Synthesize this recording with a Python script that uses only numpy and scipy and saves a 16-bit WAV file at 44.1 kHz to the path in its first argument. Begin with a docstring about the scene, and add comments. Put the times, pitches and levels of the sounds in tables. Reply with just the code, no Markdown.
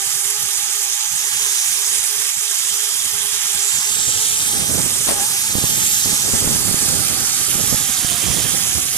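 """A rider glides down a zip line through woodland; friction and periodic excitation make the sound.
From the start the trolley's wheels hiss over the stranded cable and hum at the rate at which the strands pass.
The hiss swings between the ears as the rider twists; from about one second, narrow resonances swell and slide.
From halfway turbulence buffets the microphone ports and leaves swish past; then a twig scrapes by on the left
while the rocking trolley whines, and single eddies thump the ports until near the end."""
import sys
import numpy as np
from scipy import signal
from scipy.fft import rfft, irfft, next_fast_len
from scipy.io import wavfile
from scipy.ndimage import map_coordinates

SR = 44100
rng = np.random.default_rng(int(sys.argv[2]) if len(sys.argv) > 2 else 0)


def log_audio(samples):
    """Write samples as a 16-bit WAV file to the path given in sys.argv[1]."""
    # one column per channel
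    frames = np.atleast_2d(samples).T
    # limit to full scale, then quantise
    limited = np.clip(frames, -1, 1)
    pcm = np.round(limited * 32767).astype(np.int16)
    wavfile.write(sys.argv[1], SR, pcm)


N = 395577
TIME = np.arange(N) / SR
SIZE = next_fast_len(N)
FREQ = np.maximum(np.arange(SIZE // 2 + 1) * SR / SIZE, 1)


def from_db(db):
    """Logarithmic level: decibels to amplitude gain."""
    return 10 ** (np.asarray(db) / 20)


def rms_one(x):
    """Normalisation: scale to rms 1."""
    return x / np.sqrt(np.mean(x ** 2) + 1e-20)


def in_time(rows):
    """Linear interpolation: each column of a curve at every sample."""
    s, *columns = np.transpose(rows)
    return [np.interp(TIME, s, c) for c in columns]


def in_freq(rows):
    """Interpolation over log frequency: each column of a spectrum at every frequency."""
    hz, *columns = np.transpose(rows)
    return np.array([np.interp(np.log(FREQ), np.log(hz), c) for c in columns])


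def shaped(x, gain):
    """Linear filtering: a noise passes through one gain per frequency."""
    return irfft(rfft(x, SIZE) * gain, SIZE)[..., :N]


def peak(hz, width_hz):
    """Lorentzian resonance: power response, 1 on top."""
    return 1 / (1 + (2 * (FREQ - hz) / width_hz) ** 2)


def bell(s, half_s):
    """Gaussian envelope: a smooth rise and fall around a moment, 1 on top."""
    out = np.zeros(N)
    near = slice(*np.searchsorted(TIME, [s - 5 * half_s, s + 5 * half_s]))
    out[near] = np.exp(-((TIME[near] - s) / half_s) ** 2 / 2)
    return out


def drift(rate):
    """Low-passed random process: spread 1, changing about rate times a second."""
    # computed at one sample in 40; the first 2000 values let the filter settle
    r = np.exp(-80 * np.pi * rate / SR)
    slow = signal.lfilter([1], [1, -2 * r, r * r], rng.standard_normal(N // 40 + 2002))[2000:]
    return np.interp(np.arange(N) / 40, np.arange(len(slow)), rms_one(slow))


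def contacts(per_s, spread_db, share):
    """Rubbing contact: random clicks of uneven size in a smooth hiss, share being the clicks' power."""
    sizes = from_db(spread_db * np.minimum(rng.exponential(1, N), 4)) * rng.choice([-1, 1], N)
    clicks = rms_one(sizes * (rng.random(N) < per_s / SR))
    share = np.clip(share, 0, 1)
    return np.sqrt(share) * clicks + np.sqrt(1 - share) * rng.standard_normal(N)


def sided(pan_db):
    """Level difference between the ears: the far one is turned down."""
    return from_db(np.minimum([[pan_db], [-pan_db]], 0))


# airflow over the microphone ports, before the trim: (time [s], left level [dB], right level [dB])
AIRFLOW = [(0, -47, -55), (.7, -41, -68), (1.5, -52, -54), (2.8, -48, -75), (3.7, -47, -60),
           (3.95, -49, -37), (4.2, -46, -34.5), (4.4, -33, -44), (4.6, -30.5, -26.5), (4.8, -41, -23.5),
           (5.0, -34, -32), (5.4, -41.5, -37), (5.55, -36, -26), (5.7, -34, -26.5), (6.0, -46, -36.5),
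           (6.1, -34, -22.5), (6.3, -33, -30.5), (6.55, -24, -24), (6.75, -49, -22.5), (7.35, -53, -28),
           (7.65, -46, -26.5), (7.9, -74, -29), (8.35, -53, -24.5), (8.6, -75, -24), (8.97, -56, -30.5)]
# gusts that favour one port, before the trim: (time [s], half length [s], level [dB], left minus right [dB])
PORT_GUSTS = [(0.182, 0.017, -40.5, -13), (0.32, 0.018, -41, -11), (0.406, .015, -42.5, -7),
              (1.362, 0.02, -39.5, 4), (2.06, 0.022, -41.5, -20), (2.165, 0.017, -39.5, -22),
              (2.379, 0.0095, -37, 9), (2.943, 0.012, -36, 5), (3.059, 0.018, -38, -7),
              (3.556, 0.024, -36, 35), (3.781, 0.015, -36, 7), (3.909, 0.013, -34.5, 4),
              (4.09, 0.014, -29, -19), (4.797, 0.031, -24, -29), (5.843, 0.025, -27.5, 18),
              (6.285, 0.0069, -18, 22), (6.341, 0.0073, -16.5, 18), (6.463, 0.042, -20.5, 5),
              (6.937, 0.017, -22, -30), (7.561, 0.03, -26, -21), (7.724, 0.024, -18.5, -24),
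              (8.302, 0.03, -16.5, -41), (8.769, 0.014, -19, -41)]


def airflow_db():
    """Power addition: the level of the wind at each port is the airflow with the gusts on top."""
    gusts = sum((from_db(db) * sided(pan_db)) ** 2 * bell(s, half_s) for s, half_s, db, pan_db in PORT_GUSTS)
    return 10 * np.log10(from_db(in_time(AIRFLOW)) ** 2 + gusts)


# relative spectrum of the wind: (frequency [Hz], gain [dB])
WIND_SPECTRUM = [(20, -42), (50, -6.5), (95, -0.5), (170, -1.5), (300, -7), (500, -11.5), (900, -18),
                 (2000, -28), (5000, -60)]
TEAR_SLOPE, TEAR_FROM_DB = 0.05, -19   # growth of the upper turbulence [dB per dB], and its reference level


def wind(lumpy_db, flicker_db, steady_above_db, trim_db):
    """Turbulent pressure: lumpy buffets at each port; faint, dull low noise flickers while the wind is weak."""
    gain = from_db(in_freq(WIND_SPECTRUM)[0])
    rumble = 1 / (1 + (FREQ / 330) ** 4)
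    ports = []
    for level_db in airflow_db():
        eddies = from_db(lumpy_db * np.minimum(drift(24.0), 1.8))
        white = rng.standard_normal(N)
        # the strongest eddies also tear higher up
        tear = rms_one(white * eddies ** 1.7) * from_db(TEAR_SLOPE * (level_db - TEAR_FROM_DB))
        low = shaped(rms_one(white * eddies), gain * rumble)
        buffets = rms_one(low + shaped(tear, gain * (1 - rumble)))
        # the dull low noise flickers on and off at random
        flicker = from_db(flicker_db * np.tanh(2 * drift(8) - 1))
        dull = rms_one(shaped(rng.standard_normal(N) * flicker, gain / (1 + (FREQ / 215) ** 12)))
        strong = 1 / (1 + from_db(10 * (steady_above_db - level_db)))
        mix = np.sqrt(strong) * buffets + np.sqrt(1 - strong) * dull
        ports.append(mix * from_db(level_db + trim_db))
    return np.array(ports)


# single eddies thump a port: (time [s], nominal level [dB], left minus right [dB])
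PORT_THUMPS = [(5.554, -6.5, -22), (5.585, -9.5, -17), (5.64, -9, -18), (6.059, -13.5, -16),
               (6.131, -14, -18), (6.337, -9, 18), (6.444, -14, 3), (6.475, -11, -2), (6.54, -23, 12),
               (6.561, -15, -14), (6.713, -10.5, -32), (6.744, -10, -30), (6.885, -19, -30),
               (6.937, -16, -34), (7.556, -17, 12), (7.728, -18, -22), (7.745, -7.5, -36),
               (8.048, -9.5, -52)]
THUMP_S = 0.0077   # nominal length [s], varied at random
THUMP_EDGE = 0.5   # share of a thump that arrives as a sharp front


def thumps():
    """Pressure pulse: an eddy pushes the membrane in, then tips over with a sharp front and sucks it out."""
    out = np.zeros((2, N))
    for s, db, pan_db in PORT_THUMPS:
        near = np.abs(TIME - s) < 4 * THUMP_S
        u = (TIME[near] - s) / (THUMP_S / 4 * rng.uniform(.75, 1.3))
        u = np.where(u < 0, u * 2, u)   # the push is shorter than the suction
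        front = np.tanh(12 * u) * np.exp(-np.abs(u))
        push = (1 - THUMP_EDGE) * 2 * u * np.exp(-u * u) + THUMP_EDGE * front
        out[:, near] -= push * from_db(db) * sided(pan_db)
    return out


# a twig brushes past, level at the left ear: (time [s], level [dB])
TWIG_LEVEL = [(5.04, -75), (5.072, -21), (5.088, -15), (5.122, -15), (5.14, -24.5), (5.22, -26), (5.3, -44)]
# relative spectrum of the scrape: (frequency [Hz], gain [dB])
TWIG_SPECTRUM = [(60, 23), (300, 25), (550, 24.5), (900, 23.5), (1400, 20), (2200, 16), (4000, 17.5),
                 (14000, 9)]
# one swish of leaves, level at the left ear: (time [s], half length [s], level [dB])
LEAF_SWISH = (4.4, .024, -24)
SWISH_HZ, SWISH_WIDTH_HZ = 9060, 3400


def twig(right_db):
    """Frictional noise: leaves swish past, then a twig scrapes by in one short, dull swipe."""
    s, half_s, db = LEAF_SWISH
    rustle = rms_one(shaped(rng.standard_normal(N), np.sqrt(peak(SWISH_HZ, SWISH_WIDTH_HZ))))
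    leaves = rustle * bell(s, half_s) * from_db(db)
    scrape = np.array([contacts(per_s=820, spread_db=3.5, share=0.76) for ear in range(2)])
    swipe = rms_one(shaped(scrape, from_db(in_freq(TWIG_SPECTRUM)[0])))
    passing = (TIME > TWIG_LEVEL[0][0]) & (TIME < TWIG_LEVEL[-1][0])
    return (swipe * passing * from_db(in_time(TWIG_LEVEL)[0]) + leaves) * from_db([[0], [right_db]])


# a resonance swells and slides as the wheel flange leans on the cable, level at the right ear:
# (time [s], half length [s], centre [Hz], glide [Hz/s], width [Hz], level [dB])
FLANGE_SWELLS = [(1.103, .7, 6430, 0, 600, -24.5), (1.951, .4, 9600, -1.5, 500, -24),
                 (3.05, .42, 3284, 101.5, 300.2, -32.5), (3.249, 0.23, 10520, 201, 656, -26.5),
                 (3.731, 0.13, 7480, 508, 1000, -17.5), (3.747, 0.067, 4640, 9, 700, -33),
                 (4.076, 0.14, 7650, -1800, 950, -17), (4.272, .08, 9330, 0, 500, -22),
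                 (4.896, 0.52, 8460, -9.5, 910, -22), (5.052, 0.11, 9500, 6, 500, -22),
                 (5.846, 0.22, 12460, 1, 1713, -22.5), (5.9, 0.19, 7300, -1500, 900, -21),
                 (6.3, 0.24, 8320, 1492, 800, -23), (6.897, .7, 4696, 0.5, 690, -29),
                 (6.973, 0.3, 9300, -500, 700, -25), (7.299, 0.89, 1273, -61, 169, -36),
                 (7.7, 0.26, 11170, 590.5, 849, -21.5), (7.703, 0.18, 7190, -3.5, 600, -26),
                 (8.3, 0.3, 9510, 101, 520, -19.5), (8.4, .4, 13700, -2, 1400, -28),
                 (8.3, 0.29, 3240, 2, 300, -30.5), (8.676, .22, 10570, 900.5, 1008, -22.5)]


def flange_swells(left_db, uneven_db, wander_hz):
    """Resonant noise: narrow, sliding bands sing out, unsteady in level and pitch, mostly on the right."""
    out = np.zeros((2, N))
    white = rng.standard_normal((2, N)) + 1j * rng.standard_normal((2, N))
    flutter = from_db(uneven_db * np.minimum(drift(16), 1.6))
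    wander = wander_hz * drift(9)
    for s, half_s, hz, glide, width, db in FLANGE_SWELLS:
        near = slice(*np.searchsorted(TIME, [s - 3 * half_s, s + 3 * half_s]))
        t = TIME[near] - s
        # each swell takes its own random stretch of the noise
        own = rng.integers(N - len(t) + 1) + np.arange(len(t))
        grain = signal.sosfilt(signal.butter(2, width / 2, fs=SR, output="sos"), white[:, own])
        centre = hz + glide * t + wander[own]
        carrier = np.exp(2j * np.pi * np.cumsum(centre) / SR)
        band = rms_one((grain * flutter[own] * carrier).real)
        out[:, near] += band * from_db(db) * np.exp(-(t / half_s) ** 2 / 2)
    return out * from_db([[left_db], [0]])


# passing strands and their load, before the rock and the unevenness:
# (time [s], passing rate [Hz], fundamental level [dB], octave level [dB])
STRAND_PASSAGE = [(0, 403, -48, -42), (.17, 401.4, -42.5, -44), (.35, 417.4, -46.5, -42.5),
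                  (.85, 404, -49.5, -43.5), (1.45, 420, -45, -46), (1.7, 410, -51, -47),
                  (1.92, 423, -46, -47), (2.1, 410, -43.5, -48), (2.45, 423, -47.5, -49),
                  (2.62, 402.5, -52.5, -51), (2.88, 423.6, -46.5, -48.5), (3.55, 411.7, -48.5, -45),
                  (4.4, 432.5, -43.5, -44), (4.6, 403, -51, -42.5), (5.0, 423, -51, -51),
                  (5.2, 412.6, -43, -39.5), (5.45, 414, -51, -43.5), (5.8, 420.7, -48.5, -45),
                  (6.55, 412, -41, -40), (6.9, 406.7, -48, -40), (7.1, 389.6, -46, -39),
                  (7.55, 398.4, -47, -46), (7.75, 423, -51, -41), (8.12, 352.7, -51, -40.5),
                  (8.27, 359.7, -53, -50), (8.45, 405, -52, -43), (8.97, 372, -50, -45)]
# the trolley rocks: (time [s], relative change of the passing rate [fraction], rise of the octave [dB])
TROLLEY_ROCK = [(5.13, 0, 0), (5.17, -.025, 6), (5.21, -.035, 12.5), (5.27, .065, 7.5), (5.3, .05, 0),
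                (5.34, -.025, 4), (5.41, -.02, 6), (5.47, .08, 2), (5.52, 0, 0)]


def strand_phase(waver):
    """Phase as the integral of frequency: passing strands, their rate bent by each rock of the trolley."""
    rate_hz = in_time(STRAND_PASSAGE)[0] * (1 + in_time(TROLLEY_ROCK)[0]) * (1 + waver)
    return 2 * np.pi * np.cumsum(rate_hz) / SR


# the lowest partial is faint for a moment: (time [s], half length [s], depth [dB])
FAINT_MOMENTS = [(1.126, 0.049, 22), (2.353, 0.028, 30)]
WHINE_TURN = 0.8   # the rock also turns the left ear to the wheel: dB between the ears per dB of whine


def strand_hum(jitter, sway, rough_db, broken_db, third_db, fourth_db, left_db):
    """Periodic excitation: two wheels bump over the strands, a rolling tone whose octave whines on a rock."""
    _, first_db, octave_db = in_time(STRAND_PASSAGE)
    _, whine_db = in_time(TROLLEY_ROCK)
    faint_db = sum(db * bell(s, half_s) for s, half_s, db in FAINT_MOMENTS)
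    loose = from_db(-0.3 * whine_db)   # a wheel pressed hard on the cable runs truer
    partials = (
        (first_db - faint_db, rough_db),
        (octave_db + whine_db, broken_db),
        (octave_db + third_db, broken_db),
        (octave_db + fourth_db, broken_db),
    )
    out = np.zeros((2, N))
    for wheel_gain in (1, 0.68 * loose):
        phase = strand_phase(loose * (jitter * drift(50) + sway * drift(11)))
        for k, (db, uneven_db) in enumerate(partials, 1):
            scatter = .33 * (k - .5) * loose * drift(45)   # radians; higher partials blur more
            ears = np.sin(k * phase + scatter + np.array([[.3], [0]]))
            uneven = np.minimum(drift(19), 1.4) - .35
            out += ears * (np.sqrt(2) * wheel_gain * from_db(db + loose * uneven_db * uneven))
    return out * from_db(np.array([[left_db], [0]]) + WHINE_TURN * whine_db * [[.5], [-.5]])


# hiss of the wheels on the cable, before the trim, flutter and twist: (time [s], level [dB])
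HISS_LEVEL = [(0, -16), (1.1, -16.5), (1.6, -15), (3.5, -16), (4.5, -16), (5.5, -15.5), (6.0, -15),
              (7.3, -15), (8.1, -16), (8.97, -16.5)]
# relative spectrum of the hiss at each ear: (frequency [Hz], left gain [dB], right gain [dB])
HISS_SPECTRUM = [(258, -110.5, -99.2), (576, -81, -102), (700, -72, -82.5), (1005, -76, -65),
                 (1500, -79, -64.5), (1580, -74, -60), (2940, -69.5, -58), (3720, -65, -54.5),
                 (4150, -63.5, -61.5), (5050, -63.5, -55), (6520, -56.5, -50), (7530, -56.5, -49),
                 (9230, -68.5, -51), (11680, -61.5, -53), (12000, -74, -56), (15500, -63.5, -62.5)]
# a dip and the resonances of the trolley frame: (centre [Hz], width [Hz], gain [dB])
FRAME_RESONANCES = [(572, 43, -15), (1290, 500, 3.5), (3130, 66, 5.5), (9580, 420, 3)]
# the hiss dips briefly: (time [s], depth [dB])
HISS_DIPS = [(1.081, 1.5), (2.36, 2), (5.16, 3), (5.55, 1.5)]
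DIP_HALF_S = 0.028
# the bands of the hiss below HOLLOW_HZ sink for a moment: (time [s], half length [s], depth [dB])
HOLLOW_MOMENTS = [(5.762, 0.051, 10), (5.92, .06, 12), (7.07, .05, 7), (7.46, 0.045, 14), (8.909, 0.08, 21)]
HOLLOW_HZ = 1150
# the rider's twist: (time [s], time by which the left ear leads [ms])
RIDER_TWIST = [(0, .12), (1.0, 0.12), (1.4, 0.18), (2.1, 0.12), (2.9, 0.14), (3.45, 0.11), (4.25, 0.28),
               (4.9, 0.12), (5.45, 0.18), (5.87, .24), (6.4, 0.12), (7.3, 0.093), (7.9, 0.035),
               (8.3, -0.023), (8.7, 0.13), (8.97, 0.06)]
REST_LEAD_MS = 0.08   # lead when the rider faces down the cable
LEFT_DB_PER_MS, RIGHT_DB_PER_MS = 19, -0.5   # twisting turns one ear to the trolley and the other away
# treble against the rest of the hiss: (time [s], left level [dB], right level [dB])
TREBLE_TILT = [(0, -4, 1), (.7, -7, -1), (1.5, -6, -2), (2.4, -4, 0), (3.5, -8, -3), (4.1, -7, -3),
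               (4.55, -9.5, -0.8), (5.25, -9, 1), (5.85, -8.5, -2.5), (6.45, -9, 1), (6.9, -12, 2),
               (7.3, -12, 0.5), (7.6, -11.5, 0.5), (8.2, -14, -4.5), (8.7, -11, -4), (8.97, -13, 0.5)]
# added level of the bands above TOP_HZ at the left ear: (time [s], level [dB])
LEFT_TOP_LEVEL = [(0, 2), (3.6, -0.5), (4.5, 5.5), (5.4, 5), (6.4, 5.5), (7.0, 6), (7.9, 7), (8.3, 3),
                  (8.97, 6)]
TOP_HZ = 8700
LOW_FLICKER_DB = 6   # how far the low end of the hiss flickers
RASP_DEPTH = .2      # each passing strand pulses the direct hiss by this share


def wheel_hiss(flutter_db, chatter_db, patchy_db, flicker_db, direct_share, diffuse_hz, bright_hz, trim_db):
    """Friction and interaural delay: contact noise rings the trolley, its lag at the ears set by the twist."""
    lead_ms, = in_time(RIDER_TWIST)
    source = contacts(per_s=3000, spread_db=4.0, share=0.34)
    source = source * (1 + RASP_DEPTH * np.sin(strand_phase(.02 * drift(50))))
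    later = map_coordinates(source, [np.arange(N) - lead_ms * SR / 1000], order=3, mode="mirror")
    # the long cable radiates from all along its length, so the top is unrelated between the ears
    diffuse = np.array([contacts(per_s=2800, spread_db=2.5, share=0.17) for ear in range(2)])
    direct = np.clip(direct_share, 0, 1) / (1 + (FREQ / diffuse_hz) ** 4)
    frame_db = sum(db * peak(hz, width) for hz, width, db in FRAME_RESONANCES)
    colour = from_db(in_freq(HISS_SPECTRUM) + frame_db)
    direct_part = rfft([source, later], SIZE) * np.sqrt(direct)
    spectrum = colour * (direct_part + rfft(diffuse, SIZE) * np.sqrt(1 - direct))
    # each band of the hiss swells and flickers at random on its own
    centres = np.append(np.arange(520, 1400, 130), np.geomspace(1550, 14000, 11))   # Hz
    low, top = np.zeros((2, N)), np.zeros((2, N))
    opening = from_db(in_time(LEFT_TOP_LEVEL)[0])
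    hollow = from_db(-sum(db * bell(s, half_s) for s, half_s, db in HOLLOW_MOMENTS))
    for hz, pick in zip(centres, np.eye(len(centres))):
        band = irfft(spectrum * np.interp(FREQ, centres, pick), SIZE)[:, :N]
        if hz < HOLLOW_HZ:
            band *= hollow
        low_end = 1 / (1 + (hz / 900) ** 4)   # the low end flickers most
        patches = np.minimum(drift(8 + 8 * low_end), 1.6)
        patches_db = (patchy_db + LOW_FLICKER_DB * low_end) * patches - LOW_FLICKER_DB * low_end / 2
        band *= from_db(patches_db + flicker_db * drift(50))
        if hz > TOP_HZ:
            band[0] *= opening
        high = 1 / (1 + (bright_hz / hz) ** 8)
        low += (1 - high) * band
        top += high * band
    # half of the tilt lifts the top, half lowers the rest
    tilt = from_db(np.array(in_time(TREBLE_TILT)) / 2)
    hiss = (low / tilt + top * tilt) / np.std(low + top)
    level_db = in_time(HISS_LEVEL)[0] + trim_db + flutter_db * drift(17) + chatter_db * drift(180)
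    dips_db = sum(db * bell(s, DIP_HALF_S) for s, db in HISS_DIPS)
    turn_db = (lead_ms - REST_LEAD_MS) * np.array([[LEFT_DB_PER_MS], [RIGHT_DB_PER_MS]])
    return hiss * from_db(level_db - dips_db + turn_db)


def scene():
    """Superposition: trolley overhead, air and leaves at the microphone."""
    hiss = wheel_hiss(flutter_db=0.23, chatter_db=.5, patchy_db=1.08, flicker_db=1.15,
                      direct_share=0.59, diffuse_hz=9400, bright_hz=6749, trim_db=-1.75)
    swells = flange_swells(left_db=-16.5, uneven_db=1.4, wander_hz=70)
    # jitter and sway are fractions of the passing rate
    hum = strand_hum(jitter=.017, sway=.011, rough_db=3.0, broken_db=3.4,
                     third_db=-5.0, fourth_db=-7.5, left_db=-6.5)
    air = wind(lumpy_db=2.8, flicker_db=13, steady_above_db=-39.5, trim_db=-1.5)
    return hiss + swells + hum + air + thumps() + twig(right_db=-23.0)


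CUTOFF_HZ = 14650


def record(dry):
    """Saturation and band limiting: the highest peaks are rounded and the top is cut steeply."""
    rounded = dry / (1 + np.abs(dry / .9) ** 6) ** (1 / 6)
    return signal.sosfilt(signal.ellip(12, .1, 80, CUTOFF_HZ, fs=SR, output="sos"), rounded)


dry = scene()
out = record(dry)
log_audio(out)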